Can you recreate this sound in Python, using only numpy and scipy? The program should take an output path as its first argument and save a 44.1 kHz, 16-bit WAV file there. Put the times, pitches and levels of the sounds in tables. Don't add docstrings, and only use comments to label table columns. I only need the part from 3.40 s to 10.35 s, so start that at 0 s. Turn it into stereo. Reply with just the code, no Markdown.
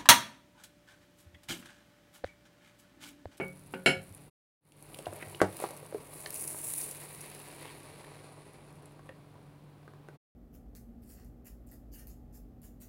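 import sys
import numpy as np
from scipy import signal
from scipy.fft import rfft, irfft, next_fast_len
from scipy.io import wavfile
from scipy.ndimage import uniform_filter1d

SR = 44100
rng = np.random.default_rng(int(sys.argv[2]) if len(sys.argv) > 2 else 0)


def wrap_up_sound(samples):
    columns = np.atleast_2d(samples).T
    tamed = np.clip(columns, -1, 1)
    steps = np.round(tamed * 32767).astype(np.int16)
    wavfile.write(sys.argv[1], SR, steps)


N = 306495
TIME = np.arange(N) / SR
RING_TIME = TIME[:SR // 2]


def amp(db):
    return 10 ** (np.asarray(db) / 20)


def unit(x):
    return x / np.sqrt(np.mean(x ** 2) + 1e-20)


def read(points, hz):
    point_hz, value = np.transpose(points)
    return np.interp(np.log(hz + 1), np.log(point_hz + 1), value)


def add(mix, start_s, sound):
    part = mix[max(round(start_s * SR), 0):][:len(sound)]
    part += sound[:len(part)]


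def through(x, response):
    return signal.oaconvolve(x, response)[:len(x)]


def pulse(spectrum, size=4096):
    log_gain = np.log(amp(read(spectrum, abs(np.fft.fftfreq(size, 1 / SR)))))
    response = np.fft.ifft(np.exp(np.conj(signal.hilbert(log_gain)))).real[:size // 2]
    return response / abs(response).max()


def noise(gain_at, size=N):
    hz = np.fft.rfftfreq(next_fast_len(size, True), 1 / SR)
    real, imag = rng.standard_normal((2, len(hz)))
    return unit(irfft((real + 1j * imag) * gain_at(hz))[:size])


def dying(t60_s):
    return np.exp(-np.log(1000) * RING_TIME / t60_s)


def ramp(start_s, length_s):
    return np.clip((TIME - start_s) / length_s, 0, 1)


def swell(peak_s, hold_s, rise_db_per_s, fade_db_per_s):
    before_s, after_s = np.maximum(peak_s - TIME, 0), np.maximum(TIME - peak_s - hold_s, 0)
    return amp(-rise_db_per_s * before_s - fade_db_per_s * after_s)


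def bell(hz, centre_hz, octaves):
    return 1 / (1 + (np.log2((hz + 1) / centre_hz) / octaves) ** 4)


def ring(modes):
    return sum(amp(db) * dying(t60_s) * np.sin(2 * np.pi * hz * RING_TIME) for hz, db, t60_s in modes)


def scatter(cloud_db, t60_s):
    cloud = rng.standard_normal(len(RING_TIME)) * dying(t60_s) * (1 - dying(t60_s / 10))
    return signal.unit_impulse(len(cloud)) + amp(cloud_db) * cloud / np.linalg.norm(cloud)


def bursts(per_s, spread_db):
    size = amp(spread_db * np.minimum(rng.exponential(1, N), 4)) * rng.choice([-1, 1], N)
    occurs = rng.random(N) < per_s / SR
    return unit(size * occurs / np.sqrt(per_s))


def kitchen(x, wet_db, bass_t60_s, treble_t60_s):
    reflections = rng.standard_normal(len(RING_TIME)) * (1 - dying(0.025))
    hz, t, bands = signal.stft(reflections, SR, nperseg=256)
    t60_s = read([(200, bass_t60_s), (10000, treble_t60_s)], hz)[:, None]
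    tail = signal.istft(bands * np.exp(-np.log(1000) * t / t60_s), SR, nperseg=256)[1]
    return x + amp(wet_db) * through(x, tail / np.linalg.norm(tail))


# pitch_hz, level_db, width_hz
HUM_PARTIALS = [(49.7, -68.5, 3), (101.8, -66, 8.5), (146.75, -57, 28), (291, -66.5, 11), (393, -76, 10),
                (596, -78.5, 4.1)]
# frequency_hz, level_db
AIR_SPECTRUM = [(15, 8), (40, 8.5), (70, -1), (140, 3), (220, -1), (330, -5.5), (550, -6), (1000, -11),
                (2000, -20.5), (4000, -24), (6500, -33.5), (16000, -32)]

def background():
    hum, frames = np.zeros(N), TIME[::100]
    for hz, db, width_hz in HUM_PARTIALS:
        pole = np.exp(-np.pi * width_hz * frames[1])
        waver = unit(signal.lfilter([1], [1, -pole], rng.standard_normal((2, len(frames)))))
        wobble, drift = (np.interp(TIME, frames, row) for row in waver)
        hum += amp(db + 2.4 * wobble) * np.sqrt(2) * np.sin(2 * np.pi * hz * TIME + 0.47 * drift)
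    return hum + amp(-57) * noise(lambda f: amp(read(AIR_SPECTRUM, f)))


# start_s, length_s, level_db, centre_hz
RUB_STROKES = [(1.675, 0.13, -54.5, 615), (1.788, 0.055, -52.5, 1840), (1.832, .06, -55.5, 600),
               (2.18, 0.093, -51.5, 920), (2.24, .12, -53, 630), (4.224, 0.098, -57, 2400)]

def rubbing():
    out, slips = np.zeros(N), bursts(per_s=490, spread_db=1)
    for start_s, length_s, db, centre_hz in RUB_STROKES:
        stroke = slips[round(start_s * SR):round((start_s + length_s) * SR)]
        band = bell(np.fft.rfftfreq(len(stroke), 1 / SR), centre_hz, octaves=0.6)
        rub = irfft(rfft(stroke) * band)
        add(out, start_s, amp(db) * unit(rub * signal.windows.tukey(len(rub))))
    return out


# start_s, thud_db, ring_db, centre_hz, spread_octaves, splash_db, splash_t60_s
UTENSIL_BLOWS = [(0.0, -24, -33, 800, 1.37, -46, 0.15), (0.013, -44, -32.5, 2223, 0.02, -82, 0.14),
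                 (0.031, -33.5, -27.5, 2400, 0.02, -77, .16), (0.338, -27.5, -28, 1555, 0.11, -32.5, 0.06),
                 (0.46, -35, -16.5, 7500, 0.9, -20.5, 0.21), (0.4615, -14.5, -17, 1900, 2.2, -19.5, 0.15),
                 (0.475, -22.5, -32, 2394, 0.49, -21.5, 0.13),
                 (0.497, -30.5, -29.5, 2603, 0.56, -34.5, .13)]
# pitch_hz, level_db
CHINA_MODES = [(686, -15), (729, -14), (801, -13), (1379, -14), (1444, -9), (1517, -15), (1692, -17),
               (1725, -16), (2174, -13), (2208, -11), (2243, 0), (2480, -17), (2719, -15), (2777, -6),
               (2838, -13), (3032, -10), (3080, -15), (3166, -18), (3951, -19), (4002, -18), (4182, -16),
               (4230, -20), (4381, -21), (4489, -21), (4996, -23), (5238, -24), (7309, -23), (8609, -22),
               (9910, -23), (10028, -21), (12840, -33), (14750, -33)]
# pitch_hz, t60_s
CHINA_DECAY = [(700, .2), (2240, .195), (2800, .18), (10000, .16)]
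# pitch_hz, level_db, t60_s
WORKTOP_MODES = [(102, -24.5, 0.15), (148, -14, 0.68), (183.8, -10.5, 0.74), (237.2, -17, 0.3),
                 (283, -13.5, 0.15), (380.4, -4, 0.18), (425, 6.5, 0.017), (466, -12, 0.18),
                 (538.7, -9.5, 0.27)]
# frequency_hz, level_db
THUD_SPECTRUM = [(60, -33.5), (200, -4), (400, 3.5), (800, -3), (1100, -11), (2800, -15), (3600, -41),
                 (8000, -46), (16000, -64.5)]
SPLASH_SPECTRUM = [(300, -23.5), (1100, -17), (1500, -1.5), (2000, -5), (2900, -0.5), (3600, -19),
                   (4300, -11), (6000, -23), (7200, -19), (10000, -16), (12000, -23.5), (16000, -43)]

def plate():
    out, thud_pulse, splash_pulse = np.zeros(N), pulse(THUD_SPECTRUM), pulse(SPLASH_SPECTRUM)
    china = np.array([ring([(hz, db, read(CHINA_DECAY, hz))]) for hz, db in CHINA_MODES])
    china *= rng.choice([-1, 1], (len(china), 1))
    boom = amp(-5) * ring(WORKTOP_MODES) * (1 - dying(0.013))
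    for start_s, thud_db, ring_db, centre_hz, octaves, splash_db, t60_s in UTENSIL_BLOWS:
        clink = bell(np.array(CHINA_MODES)[:, 0], centre_hz, octaves) @ china
        splash = through(scatter(cloud_db=11, t60_s=t60_s), splash_pulse)
        cutoff_hz = min(2.2 * centre_hz, SR / 2.5)
        splash = signal.lfilter(*signal.butter(2, cutoff_hz, fs=SR), splash)
        thud = through(scatter(cloud_db=6, t60_s=0.58 * t60_s), thud_pulse) + boom
        add(out, start_s, amp(ring_db) * clink + amp(splash_db) * splash + amp(thud_db) * thud)
    return out


# start_s, level_db
BUMPS = [(0.559, -41), (0.70, -41.5), (1.676, -38.5), (1.865, -43), (2.022, -30)]
# pitch_hz, level_db, t60_s
FEET_MODES = [(99.5, 3, 0.28), (122, -23, 0.16)]

def rocking():
    out, bump = np.zeros(N), ring(FEET_MODES) * (1 - dying(0.038))
    for start_s, db in BUMPS:
        add(out, start_s, amp(db) * bump)
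    return out


# start_s, level_db
LID_CLACKS = [(2.0165, -6), (2.0197, -45), (2.028, -21), (2.0442, -24)]
# frequency_hz, level_db
CLACK_SPECTRUM = [(50, -28.5), (200, -10.5), (255, -12), (340, 4), (600, -5), (1050, -12), (1500, -12),
                  (1900, -19), (3000, -31.5), (5500, -33), (11000, -35), (12500, -46.5), (16000, -52.5)]
# pitch_hz, level_db, t60_s
CASING_MODES = [(191, 1, 0.19), (346, 6, 0.058), (384, 4, .12), (430, 11.5, 0.063), (521, -2.5, 0.13),
                (610, -23, .2), (713, -1.5, 0.19), (835, 2, .13), (938, -2.5, 0.16), (1270, -12.5, 0.14),
                (1540, -9.5, .1)]
# start_s, level_db, pitch_hz, relative_thump_db
LID_KNOCKS = [(1.544, -37, 2900, -9), (1.590, -36, 545, -7), (1.657, -36, 2880, -12),
              (1.668, -24.5, 703, -6), (1.728, -36.5, 600, 5), (1.826, -30.5, 1960, -1.5),
              (1.9471, -36.5, 2900, 0), (2.0033, -22, 1450, -7), (2.201, -33.5, 705, 1),
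              (2.223, -30, 568, -1), (2.2398, -21.5, 808, 1.5), (2.3065, -40, 570, 2),
              (2.4287, -40.5, 506, 1), (2.5254, -33, 568, -2), (2.5461, -23, 440, -7.5),
              (2.860, -33, 4290, -11), (2.8614, -31.5, 1800, -3), (3.146, -41.5, 1000, 6),
              (4.2144, -45.5, 2000, 1), (4.255, -42.5, 880, 7), (4.6448, -40.5, 1810, -14),
              (5.594, -46, 1090, 6), (5.6916, -37, 1820, -1), (5.695, -37.5, 530, -18),
              (5.955, -48, 990, 0), (6.4785, -45.5, 1250, 4.5), (6.5366, -49.5, 1070, 7),
              (6.6867, -45.5, 1500, 11)]

def lid():
    out, clack, casing = np.zeros(N), pulse(CLACK_SPECTRUM), ring(CASING_MODES)
    for start_s, db in LID_CLACKS:
        blow = through(scatter(cloud_db=-1, t60_s=0.042), clack)
        add(out, start_s, amp(db) * (blow + amp(-26.5) * casing))
    for start_s, db, hz, thump_db in LID_KNOCKS:
        t60_s = 0.03 * (1000 / hz) ** 0.65
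        rattle_db = -8 + 4 * np.log2(hz / 1000)
        rattle = noise(lambda f: bell(f, hz, octaves=0.75), size=len(RING_TIME)) * dying(t60_s)
        knock = ring([(hz, -1, t60_s)]) + amp(rattle_db) * rattle
        add(out, start_s, amp(db) * knock * (1 - dying(0.0029)))
        add(out, start_s, amp(db + thump_db) * clack)
    return out


# peak_s, hold_s, rise_db_per_s, fade_db_per_s, fizz_db, crackle_db
BUTTER_FLARES = [(0, 0.81, 20, 30, -62.5, -69), (1.68, 0.3, 21.5, 6, -55, -60.5),
                 (2.228, 0.024, 125, 150, -45.5, -50.5), (2.775, 0.088, 75, 60, -48.5, -63),
                 (2.966, .22, 240, 51, -40, -63), (3.269, 0.12, 126, 79, -36.5, -57.5),
                 (3.6, 0.25, 30.5, 12, -51, -72)]

def frying():
    fizz_power, crackle_power = amp(-84) ** 2, 0
    for *shape, fizz_db, crackle_db in BUTTER_FLARES:
        flare = swell(*shape)
        fizz_power += (amp(fizz_db) * flare) ** 2
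        crackle_power += (amp(crackle_db) * flare) ** 2
    return np.sqrt(fizz_power), np.sqrt(crackle_power)


# start_s, level_db, pitch_hz
LOUD_SPITS = [(.0817, -41, 13000), (.7484, -37.5, 9500), (1.3214, -39, 2720), (1.4255, -35.5, 9800),
              (1.5462, -37, 11000), (1.5886, -32.5, 3003), (1.7345, -38, 10000), (1.763, -37, 11000),
              (1.8865, -42, 10000), (2.1685, -31, 12500), (2.201, -29.5, 10000), (2.374, -37, 10500),
              (2.9052, -25, 13500), (2.943, -26.5, 13000), (3.3372, -22, 9000), (5.4568, -43.5, 8500)]
# frequency_hz, level_db
SNAP_SPECTRUM = [(500, -29.5), (1500, -23.5), (2600, 0.5), (3300, -30), (4100, -5.5), (6200, -6), (8000, 2),
                 (10000, 10), (12500, -1.5), (16000, -11)]

def spits():
    snap = pulse(SNAP_SPECTRUM)
    fizz_gain, _ = frying()
    spits_per_s, over_fizz_db = 14, rng.uniform(9, 19, N)
    spatter = fizz_gain * amp(over_fizz_db) * (rng.random(N) < spits_per_s / SR)
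    out = through(spatter, through(scatter(cloud_db=3, t60_s=0.011), snap))
    for start_s, db, hz in LOUD_SPITS:
        bubble_ring = noise(lambda f: bell(f, hz, octaves=0.3), size=len(RING_TIME)) * dying(0.012)
        burst = through(scatter(cloud_db=3, t60_s=0.012), snap)
        add(out, start_s, amp(db) * (burst + amp(-7) * bubble_ring))
    return out


def boiling(course):
    *shape, top_db, rest_db = course
    return np.hypot(amp(top_db) * swell(*shape), amp(rest_db))


# peak_s, hold_s, rise_db_per_s, fade_db_per_s, top_db, rest_db
GURGLE_COURSE = (1.62, 3, 35.5, 8, -54.5, -66)
CRACKLE_COURSE = (3.5, 0.81, 11.5, 13, -56.5, -80.5)
STEAM_COURSE = (4.5, 0.53, 25, 30, -69, -94.5)
# frequency_hz, level_db
FIZZ_SPECTRUM = [(1500, -45), (4500, -28), (6000, -18.5), (7000, -13), (8100, -8), (9700, 0.5), (11000, -2),
                 (12500, -11), (14500, -8.5), (16000, -12)]
GURGLE_SPECTRUM = [(60, -40), (120, -16), (220, -9), (330, 2.5), (520, 0), (760, -3), (1050, -4.5),
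                   (1500, -14), (2500, -19.5), (6000, -36.5), (16000, -55.5)]
CRACKLE_SPECTRUM = [(500, -20), (1400, -8), (2000, -2), (2450, -1), (3300, -9), (4200, -4.5), (6000, -17),
                    (9000, -16.5), (16000, -44.5)]

def sizzle():
    fizz_gain, flare_crackle_gain = frying()
    clumps = amp(2.5 * noise(lambda f: 1 / (1 + (f / 250) ** 2)))
    bursts_per_s = 1350 + 4150 * ramp(start_s=2, length_s=0.8)
    bright = unit(through(bursts(bursts_per_s, spread_db=3) * clumps, pulse(FIZZ_SPECTRUM)))
    dull = amp(-5.5) * unit(uniform_filter1d(bright, size=3))
    dull_share = 0.15 + 0.68 * ramp(start_s=4.03, length_s=1)
    fizz = ((1 - dull_share) * bright + dull_share * dull) * fizz_gain
    surges = amp(1.3 * noise(lambda f: 1 / (1 + (f / 30) ** 2)))
    gurgle = unit(through(bursts(per_s=1500, spread_db=3), pulse(GURGLE_SPECTRUM)))
    gurgle *= boiling(GURGLE_COURSE)
    crackle = unit(through(bursts(per_s=2500, spread_db=3), pulse(CRACKLE_SPECTRUM)))
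    crackle *= np.hypot(flare_crackle_gain, boiling(CRACKLE_COURSE))
    steam = noise(lambda f: bell(f, centre_hz=9600, octaves=0.09))
    steam *= boiling(STEAM_COURSE)
    return surges * (fizz + gurgle + crackle + steam)


# frequency_hz, level_db
HISS_SPECTRUM = [(60, -14), (200, 3.5), (600, 6), (2400, 2.5), (4500, -12.5), (16000, -21)]

def scene():
    crockery = kitchen(plate(), wet_db=-9, bass_t60_s=0.33, treble_t60_s=0.21)
    toaster = lid() + rocking() + rubbing() + spits() + sizzle()
    toaster = kitchen(toaster, wet_db=-9.5, bass_t60_s=0.23, treble_t60_s=0.18)
    mid = crockery + toaster + background()
    side = kitchen(mid, wet_db=-66.5, bass_t60_s=0.1, treble_t60_s=0.1) - mid
    side += amp(-82) * noise(lambda f: amp(read(HISS_SPECTRUM, f)))
    return np.array([mid + side, mid - side])


def record(dry):
    low_cut_hz, high_cut_hz, master_db = 70, 15950, -1.38
    pause_s, resume_s, end_s, fade_out_s, fade_in_s = 0.881, 1.207, 6.755, 0.019, 0.3
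    fader = 1 - ramp(pause_s, fade_out_s) + ramp(resume_s, fade_in_s) - ramp(end_s, fade_out_s)
    highpass = signal.butter(2, low_cut_hz, "highpass", fs=SR, output="sos")
    lowpass = signal.firwin(511, high_cut_hz, window=("kaiser", 9), fs=SR)
    faded = signal.sosfilt(highpass, dry) * amp(master_db) * fader
    return signal.oaconvolve(faded, lowpass[None], "same")


dry = scene()
out = record(dry)
wrap_up_sound(out)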